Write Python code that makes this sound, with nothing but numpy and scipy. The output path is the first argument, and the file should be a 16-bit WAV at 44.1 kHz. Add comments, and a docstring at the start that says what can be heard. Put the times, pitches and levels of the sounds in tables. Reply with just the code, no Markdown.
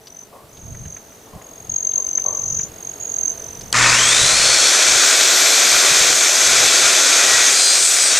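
"""A circular saw and hummingbirds

Outdoors, hummingbirds dart past with trilling wings while a circular saw is set on a timber: its shoe scrapes
and knocks. The trigger snaps, the motor growls and winds up to a whine over a roar of air; near the end the
blade bites and rings. Tones that follow the rotor speed make the motor, shaped noise the air and wood, and
chirps the wings. A noise hush lies behind and swells slowly; the background falls away once the saw runs; light
gusts bump the microphone."""
import sys
import numpy as np
from scipy import signal
from scipy.fft import rfft, irfft, next_fast_len
from scipy.io import wavfile
from scipy.ndimage import uniform_filter1d, minimum_filter1d

SR = 44100
rng = np.random.default_rng(int(sys.argv[2]) if len(sys.argv) > 2 else 0)


def int16_out(signal):
    """Quantize to a 16-bit WAV file."""
    q = np.round(np.clip(np.atleast_2d(signal).T, -1, 1) * 32767)
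    wavfile.write(sys.argv[1], SR, q.astype(np.int16))


N = 361179
T = np.arange(N) / SR   # time of each sample in seconds

SWITCH_ON_S = 3.727
FREE_TURNS_PER_S = 402.1   # rotor speed with no load
BLADE_RATIO = 4.8   # rotor turns per blade turn
# how hard the teeth are pressed into the wood: (time [s], load [0-1])
FEED = [(6.6, 0), (7.4, .25), (7.63, .78), (7.76, .62), (7.86, 1), (7.98, .68), (8.05, .8), (8.17, .45)]
# stereo spread of most noises: (frequency [Hz], side minus mid [dB])
WIDTH = [(450,-12.5),(1600,-17),(8500,-17.5),(12000,-59)]


def from_db(db):
    """Decibels to gain."""
    return 10 ** (np.asarray(db) / 20)


def rms_one(x):
    """Scale to unit power."""
    return x / np.sqrt(np.mean(x ** 2) + 1e-20)


def in_time(rows):
    """Read each column of a time table at every sample."""
    s, *columns = np.transpose(rows)
    return [np.interp(T, s, column) for column in columns]


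def at_hz(points, hz):
    """Read a spectrum, with straight lines on a log-frequency axis."""
    table_hz, table_db = np.array(points)[:, 0], np.array(points)[:, 1]
    return np.interp(np.log(hz), np.log(table_hz), table_db)


def drift(rate):
    """Smooth random wander of spread 1; a higher rate wanders faster."""
    # made at every 40th sample; the first 2000 values let the filter settle
    r = np.exp(-80 * np.pi * rate / SR)
    steps = rng.standard_normal(N // 40 + 2002)
    slow = signal.lfilter([1], [1, -2 * r, r * r], steps)[2000:]
    return np.interp(np.arange(N) / 40, np.arange(len(slow)), rms_one(slow))


def phase_of(hz):
    """Running angle of a changing frequency."""
    return 2 * np.pi * np.cumsum(hz) / SR


def tone(hz):
    """A sine of unit power, starting at a random angle."""
    return np.sqrt(2) * np.sin(phase_of(hz) + rng.uniform(0, 2 * np.pi))


def pan(x, left_db):
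    """Make two sides, the left louder by left_db."""
    return x * from_db(np.array([[.5], [-.5]]) * left_db)


def noise(colour, resonances=(), ripple_db=0, spread=WIDTH):
    """Stereo noise of unit power; ripple stands for the many small modes of a body."""
    size = next_fast_len(N)
    hz = np.maximum(np.arange(size // 2 + 1) * SR / size, 1)
    lifts = sum(lift / (1 + (2 * (hz - f) / width) ** 2) for f, width, lift in resonances)
    knots = np.arange(0, SR / 2, 35)
    ripple = ripple_db * np.interp(hz, knots, rng.standard_normal(len(knots)))
    db = at_hz(colour, hz) + lifts + ripple
    mid, side = rfft(rng.standard_normal((2, size))) * from_db(db)
    side = side * from_db(at_hz(spread, hz))
    return rms_one(irfft(np.array([mid + side, mid - side]), size)[:, :N])


def ring(x, hz, t60):
    """A damped resonance: a unit click starts a sine of height 1 that falls 60 dB in t60 seconds."""
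    r, w = from_db(-60 / (t60 * SR)), 2 * np.pi * hz / SR
    return signal.lfilter([0, np.sin(w)], [1, -2 * r * np.cos(w), r * r], x + 1e-18)


def band_pass(x, hz, width):
    """One resonance, gain 1 on top."""
    return signal.lfilter(*signal.iirpeak(hz, hz / width, fs=SR), x)


def burst(start, fade, rise):
    """An envelope that rises quickly and dies away."""
    age = np.maximum(T - start, 0)
    return (1 - np.exp(-age / rise)) * np.exp(-np.minimum(age / fade, 50))


def ramp(start, end):
    """Rises evenly from 0 to 1 between two moments."""
    return np.clip((T - start) / (end - start), 0, 1)


def swell(s, half):
    """A flat-topped swell around a moment."""
    return np.exp(-.5 * np.minimum(np.square((T - s) / half), 10) ** 2)


def rotor_speed():
    """Turns per second: the rotor closes in on its free speed until the wood brakes it."""
    # a quick surge and a slow creep, until air drag holds the speed: (share of free speed, time constant [s])
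    run_up = [(.432, .157), (.574, .62)]
    # the wood grazes first and then bites: (start [s], end [s], speed lost [turns per s])
    braking = [(7.3, 7.8, 3), (7.8, 8.07, 25)]
    age = np.maximum(T - SWITCH_ON_S, 0)
    free = FREE_TURNS_PER_S * sum(share * (1 - np.exp(-age / lag)) for share, lag in run_up)
    lost = sum(loss * ramp(start, end) for start, end, loss in braking)
    braked = np.minimum(free, FREE_TURNS_PER_S) - lost
    return np.maximum(braked, 1) * (1 + 0.00024 * drift(16))


def roar(turns, load):
    """Air through fan and guard: the lows grow most with speed, the cut muffles it, and the resonances waver in strength."""
    # spectrum of the rushing air: (frequency [Hz], level [dB per Hz])
    roar_colour = [(120, -56), (200, -22.5), (399, -9), (690, -6.5), (890, -12.5), (1380, -6.5),
                   (2470, -5.5), (2850, -10), (3360, -4), (5110, -4), (6350, 0), (8660, -7.5),
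                   (11400, -24.5), (12900, -27), (15500, -63)]
    # resonances of the guard and housing: (frequency [Hz], width [Hz], lift [dB])
    resonances = [(1400,350,3.6),(2400,260,3),(3460,220,1.3)]
    # change of each range: (lower edge [Hz], at standstill [dB], at full load [dB], in the brief dip [dB])
    roar_bands = [(0, -9, -9.5, -1.7), (1150, -7.5, -9, -2.5), (2900, -8.5, -9, -2.5), (5500, -7, -7, -1)]
    air = noise(roar_colour, ripple_db=1.1)
    for hz, width, lift_db in resonances:
        # each resonance grows stronger and weaker as the saw moves
        lift = from_db(lift_db + 1.0 * drift(9)) - 1
        air = air + lift * band_pass(air, hz, width)
    size = next_fast_len(N)
    spectrum, bins = rfft(rms_one(air), size), np.arange(size // 2 + 1) * SR / size
    slip = 1 - turns / FREE_TURNS_PER_S   # share of the speed still missing
    dip = swell(6.29, .16)   # the roar dips briefly
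    tops = [row[0] for row in roar_bands[1:]] + [SR]
    out = 0
    for (low, rest_db, buried_db, dip_db), high in zip(roar_bands, tops):
        band = irfft(spectrum * ((bins >= low) & (bins < high)), size)[:, :N]
        out = out + band * from_db(rest_db * slip + buried_db * load ** 2 + dip_db * dip)
    return out


def blade(turns):
    """The roar flutters with each turn of the blade; in the wood the teeth rasp and the steel plate rings."""
    # spectrum of the rasping teeth: (frequency [Hz], level [dB per Hz])
    bite_colour = [(1500,-25),(4000,-1.5),(7000,1),(8700,4),(10000,-8),(15500,-44)]
    # plate modes, each swelling as the rim rubs: (frequency [Hz], loudest time [s], half length [s], level [dB])
    plate_modes = [(1920,7.37,.11,-25.5),(3760,8.16,.05,-29),(4145,7.67,.09,-21.3),(4781,7.655,.095,-21.8),(4480,8.12,.035,-26),(4942,8.02,.04,-25),(6686,7.68,.09,-27.5),(7090,7.9,.06,-26),(7845,7.89,.07,-22.5),(7810,8.03,.055,-22),(8425,7.78,.11,-27.5),(8690,8.07,.04,-25.5),(8764,7.83,.045,-27)]
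    roar_db, rasp_db = -12.1, -15.5   # roar at free speed, rasp at full load
    load, = in_time(FEED)
    turning = np.sin(phase_of(turns / BLADE_RATIO))
    air = roar(turns, load) * from_db(roar_db + .5 * turning + 0.75 * drift(130))
    rasp_gain = from_db(rasp_db + turning + 0.96 * drift(100))
    rasp = load * noise(bite_colour, ripple_db=1.5) * rasp_gain
    rings = 0
    for hz, s, half, db in plate_modes:
        unsteady_hz = hz * (1 + .001 * drift(30))
        rings = rings + swell(s, half) * from_db(db + 1.5 * drift(15)) * tone(unsteady_hz)
    return ramp(SWITCH_ON_S, SWITCH_ON_S + .04) * air + rasp + rings


def rotor_tones(turns, spun_up):
    """Hums at whole multiples of the turning rate, stronger as the rotor speeds up."""
    # rotor tones before the housing colours them: (multiple of the turning rate, level [dB])
    orders = [(1,-39.5),(12,-36),(15,-36),(16,-26.5)]
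    # how well the housing radiates them: (frequency [Hz], level [dB])
    rotor_colour = [(4700,-9),(5300,1),(5750,1.5),(6000,-5),(6300,-5),(6420,.5)]
    out = 0
    for k, db in orders:
        gain = from_db(db + at_hz(rotor_colour, k * turns) + 2 * drift(8))
        out = out + gain * tone(round(k) * turns)
    return spun_up ** 2 * out


def commutator_whine(turns, spun_up):
    """The 32 commutator bars passing in each turn make a whine that climbs with the speed."""
    # loudness of the whine along its climb: (frequency [Hz], level [dB])
    whine_colour = [(6700,-38),(7450,-22.5),(8300,-21.5),(9500,-32),(11900,-41.5),(12500,-31.5),(12900,-39)]
    buried_db = -4.5   # change at full load
    bars_hz = 32 * turns
    load, = in_time(FEED)
    whine = from_db(at_hz(whine_colour, bars_hz) + buried_db * load + drift(15)) * tone(bars_hz)
    # higher multiples sweep past only while the rotor is still slow
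    overtones = 0
    for k in (1.5, 2):
        overtones = overtones + np.clip((14000 - k * bars_hz) / 3000, 0, 1) * tone(k * bars_hz)
    return whine + spun_up * from_db(-37) * overtones


def tooth_whistle(turns, spun_up):
    """Vortices leave the teeth unsteadily, once stronger in each turn of the blade; at speed they fray into an airy band."""
    # the whistle follows the rotor up to a ceiling of 4350 Hz
    hz = np.minimum(13.3 * turns, 4350)
    vortex_hz = hz + 100 * drift(150)
    throb = 1 + .7 * np.sin(phase_of(turns / BLADE_RATIO))
    octave = 2.3 * (1 - spun_up) * tone(2 * vortex_hz + 60 * drift(150))
    during_run_up = swell(4.31, .41)
    whistle = from_db(-22.5) * during_run_up * throb * (tone(vortex_hz) + octave)
    airy_band = rms_one(band_pass(rng.standard_normal(N), 4250, 300))
    return whistle + from_db(-28) * swell(5.3, .75) * airy_band


def motor(turns):
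    """Rotor tones, commutator whine and the whistle of the teeth start together once the power is on."""
    running = ramp(SWITCH_ON_S, SWITCH_ON_S + .044)
    spun_up = turns / turns.max()
    tones = rotor_tones(turns, spun_up) + commutator_whine(turns, spun_up)
    return running * (tones + tooth_whistle(turns, spun_up))


def start_up(turns):
    """The inrush current hums at twice the mains rate and rattles the gears in step; it ebbs as the rotor gains speed."""
    # spectrum of the rattling gears: (frequency [Hz], level [dB per Hz])
    gear_colour = [(230,-14),(380,-8),(790,-13),(950,-1.5),(1800,1),(2600,0.5),(3000,-10.5),(7400,-8),(12000,-44)]
    inrush_db, idle_db = -13, -46   # gain at full current, and the part that stays when running free
    full_current_slip = .64   # strain falls once the speed lacks less than this share
    mains = 2 * np.pi * 119.7 * T   # angle at twice the mains rate
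    rattle = rms_one(from_db(2.8 * np.sin(mains) + 1.5 * drift(170)))
    gears = noise(gear_colour, ripple_db=3.0) * rattle
    hum = from_db(-13) * np.sin(mains) + from_db(-22.5) * np.sin(2 * mains)
    current = np.clip((1 - turns / FREE_TURNS_PER_S) / full_current_slip, 0, 1)
    strain = from_db(inrush_db) * current ** 1.9 + from_db(idle_db)
    return ramp(SWITCH_ON_S, SWITCH_ON_S + .028) * strain * (from_db(-0.5) * gears + hum)


def trigger():
    """The switch contact is a tiny burst of noise that sets several small parts ringing."""
    # ringing parts: (frequency [Hz], peak level [dB], time to fall 60 dB [s])
    snap_modes = [(1500,-20,.008),(3350,-15,0.0062),(4740,-7.5,0.0098),(6000,-7,0.0063),(7900,-9,0.0076)]
    contact = burst(SWITCH_ON_S, 0.0011, 0.00093) * rng.standard_normal(N)
    out = 0
    for hz, db, t60 in snap_modes:
        mode = ring(contact, hz, t60)
        out = out + from_db(db) * mode / np.abs(mode).max()
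    return out


def squeak(start, db, fade, hz):
    """One push of the shoe: a hoarse squeak in two resonances that rise as it slides."""
    rise = .2 * (1 - np.exp(-np.maximum(T - start, 0) / .09))   # share of the pitch
    hz = hz * (1 + rise + .06 * drift(110))
    both = from_db(-7) * tone(hz) + from_db(-10) * tone(.56 * hz)
    return from_db(db + 2.5 * drift(100)) * burst(start, fade, .003) * both


def scraping():
    """The shoe slides over the timber in short rough pushes, each a scrape of noise with a squeak."""
    # spectrum of the scrape: (frequency [Hz], level [dB per Hz])
    scrape_colour = [(200,-22),(550,5.5),(880,-1),(1120,4.5),(1350,-16),(3000,-29.5)]
    # pushes: (start [s], level before rise and fade [dB], fading time [s], squeak pitch at the start [Hz])
    pushes = [(.327,-41,0.075,1000),(1.268,-44,0.027,700),(1.33,-43.5,0.13,970),(1.969,-42,.05,1000),(2.248,-34,0.054,980),(2.29,-41,0.12,1000)]
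    slide = sum(from_db(db) * burst(s, fade, 0.0018) for s, db, fade, _ in pushes)
    scrape = slide * from_db(2.0 * drift(120)) * noise(scrape_colour)
    return scrape + sum(squeak(*push) for push in pushes)


def knocking():
    """Guard and shoe knock: each short burst of noise excites one quickly damped resonance."""
    # knocks: (start [s], peak level [dB], centre frequency [Hz])
    knocks = [(0.0702, -29.5, 4690), (0.5696, -38, 3770), (0.7472, -33.5, 1880), (0.8535, -33.5, 2170),
              (0.9647, -32, 1880), (1.1204, -39.5, 2080), (1.4147, -35.5, 1880), (1.9215, -32.5, 3730),
              (2.1819, -25.5, 1770), (2.595, -29, 2210), (3.6097, -28, 5200)]
    out = 0
    for s, db, hz in knocks:
        knock = ring(burst(s, 0.0072, 0.00034) * rng.standard_normal(N), hz, 0.0023)
        out = out + from_db(db) * knock / np.abs(knock).max()
    return out


def to_the_left(x, lead_rad):
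    """Reflections off the timber favour the left side: a little louder, and ahead in the low tones."""
    # tilt towards the left: (frequency [Hz], left minus right [dB])
    left_lift = [(400,0),(850,2.3),(1700,.7),(2300,3.5),(2900,.7),(5200,1.3)]
    hz = np.maximum(np.arange(N // 2 + 1) * SR / N, 1)
    turn = 1j * lead_rad / (1 + (hz / 1000) ** 4)
    sides = pan(1, at_hz(left_lift, hz)) * np.exp(turn * np.array([[.5], [-.5]]))
    return irfft(rfft(x) * sides, N)


def wing_trill(flight, chirp_s, sag_hz, flutter_db):
    """Wing-tip feathers whistle once a beat, the note sagging as the stroke ends; the bird comes closer, then draws away."""
    start, end, beats_per_s, first_hz, last_hz, closest_s, closest_db, fade_db_per_s, left_db = flight
    hz = np.interp(T, [start, end], [first_hz, last_hz])
    db = closest_db - fade_db_per_s * np.abs(T - closest_s)
    beats = (T - start) * beats_per_s + .5
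    age = (beats % 1 - .5) / beats_per_s / chirp_s   # time from mid-stroke, in chirp lengths
    stroke = rms_one(np.exp(-age ** 2) * np.clip((1.6 - np.abs(age)) * 2, 0, 1))
    flying = (beats > 0) & (np.floor(beats) < (end - start) * beats_per_s)
    sag = sag_hz * np.clip(age, -.5, 2) ** 3
    whistle = tone(hz - sag + 60 * drift(92))
    return pan(flying * stroke * whistle * from_db(db + flutter_db * drift(20)), left_db)


def birds():
    """Hummingbirds dart about in short flights; ground and trees answer with faint echoes, different on each side."""
    # flights: (first wingbeat [s], end [s], wingbeats [per s], first pitch [Hz], last pitch [Hz],
    # closest time [s], level there [dB], loss away from there [dB per s], left minus right [dB])
    flights = [(.017, .25, 45.6, 5930, 6170, .187, -37, 110, 1.5),
               (.495, 1.28, 45.7, 6130, 6000, .9, -50, 8, 0),
               (.532, .98, 45.6, 6520, 6380, .95, -36, 36, -2.5),
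               (.55, 1.42, 46, 6470, 6560, .8, -48, 16, -1.5),
               (1.424, 1.685, 44.2, 6570, 6500, 1.59, -40, 45, 1.3),
               (1.699, 2.645, 45.96, 6520, 6090, 1.97, -23.8, 4.5, 2.4),
               (2.335, 2.66, 46, 6600, 6690, 2.6, -26, 30, 0),
               (2.698, 2.99, 45.6, 6540, 6490, 2.877, -30, 100, -2),
               (3.012, 3.34, 45.6, 6700, 6360, 3.03, -30, 15, -4),
               (3.003, 3.315, 43.1, 6600, 6320, 3.24, -22.5, 55, -5),
               (3.334, 3.8, 46, 6450, 6340, 3.34, -38, 20, -4),
               (3.38, 3.8, 46, 6090, 5980, 3.44, -35, 40, -4)]
    # brief changes of the trill: (time [s], change [dB])
    flares = [(1.765, 6), (1.868, 5), (1.97, 6), (2.168, 6), (2.272, 4.5), (3.281, 3)]
    chirps = sum(wing_trill(flight, chirp_s=.0036, sag_hz=110, flutter_db=1.3) for flight in flights)
    chirps = chirps * from_db(sum(db * swell(s, .016) for s, db in flares))
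    lags = (rng.uniform(.0075, .05, (2, 6)) * SR).astype(int)   # six echoes a side
    echoes = np.array([sum(np.pad(side, (lag, 0))[:N] for lag in own) for side, own in zip(chirps, lags)])
    return chirps + from_db(-18) * echoes


def outdoors():
    """A noise hush with two faint far drones swells slowly; the background falls away later on; lumpy low gusts
    bump the microphone."""
    # spectrum of the hush: (frequency [Hz], level [dB per Hz])
    air_colour = [(20,-18),(90,-8),(170,-4.5),(280,-4.5),(480,-4.5),(700,-7),(1100,-12.5),(2500,-18.5),(15500,-21.5)]
    # the open air is wider than the saw: (frequency [Hz], side minus mid [dB])
    air_width = [(120, -14), (480, -11), (1890, -3), (7520, -9), (15000, -29)]
    # background hush: (time [s], level [dB])
    hush_levels = [(0,-48),(1.5,-44.5),(3.4,-39.5),(7.8,-57.5)]
    # spectrum of the gusts: (frequency [Hz], level [dB per Hz])
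    gust_colour = [(20,-8),(60,-3),(125,1),(200,-7),(600,-49)]
    # wind bumps: (time [s], level before the lumps and their 4 dB cut [dB], half length [s])
    gust_bumps = [(.717,-30.5,.052),(.855,-34,.043),(1.357,-30,.014),(1.71,-39,.04),(2.54,-38,.11),(3.658,-37,.06),(4.244,-25,.022),(4.424,-31,.06),(4.927,-33,.02),(5.745,-35,.016),(5.92,-33,.014),(6.02,-32,.016),(6.11,-34,.014),(6.576,-35.5,.073),(6.84,-37,.016),(7.338,-41,.05)]
    drones = [(442, 35, 6.1), (663, 38, 5.7)]   # (frequency [Hz], width [Hz], lift [dB])
    hush = from_db(in_time(hush_levels)[0])
    gusts = from_db(-10.5) * hush
    for s, db, half in gust_bumps:
        gusts = gusts + from_db(db) / np.cosh(np.clip((T - s) / half, -20, 20))
    lumps = from_db(-4 + 2.8 * drift(24))
    return hush * noise(air_colour, drones, spread=air_width) + gusts * lumps * noise(gust_colour)


def scene():
    """Saw, birds and open air."""
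    turns = rotor_speed()
    handling = trigger() + scraping() + knocking()
    saw = blade(turns) + motor(turns) + start_up(turns) + handling
    return to_the_left(saw, lead_rad=0.1) + birds() + outdoors()


def record(dry):
    """Peaks are rounded, a fast limiter holds the highest down, the top is cut."""
    limit, size = .85, int(.002 * SR)   # ceiling, and reaction time of 2 ms in samples
    cutoff_hz = 16494
    x = 1.65 * np.tanh(dry / 1.563)
    needed = limit / np.maximum(np.abs(x).max(axis=0), limit)
    gain = uniform_filter1d(minimum_filter1d(needed, size), size)
    top_cut = signal.cheby2(12, 70, cutoff_hz, fs=SR, output="sos")
    return signal.sosfilt(top_cut, x * gain)


dry = scene()
out = record(dry)
int16_out(out)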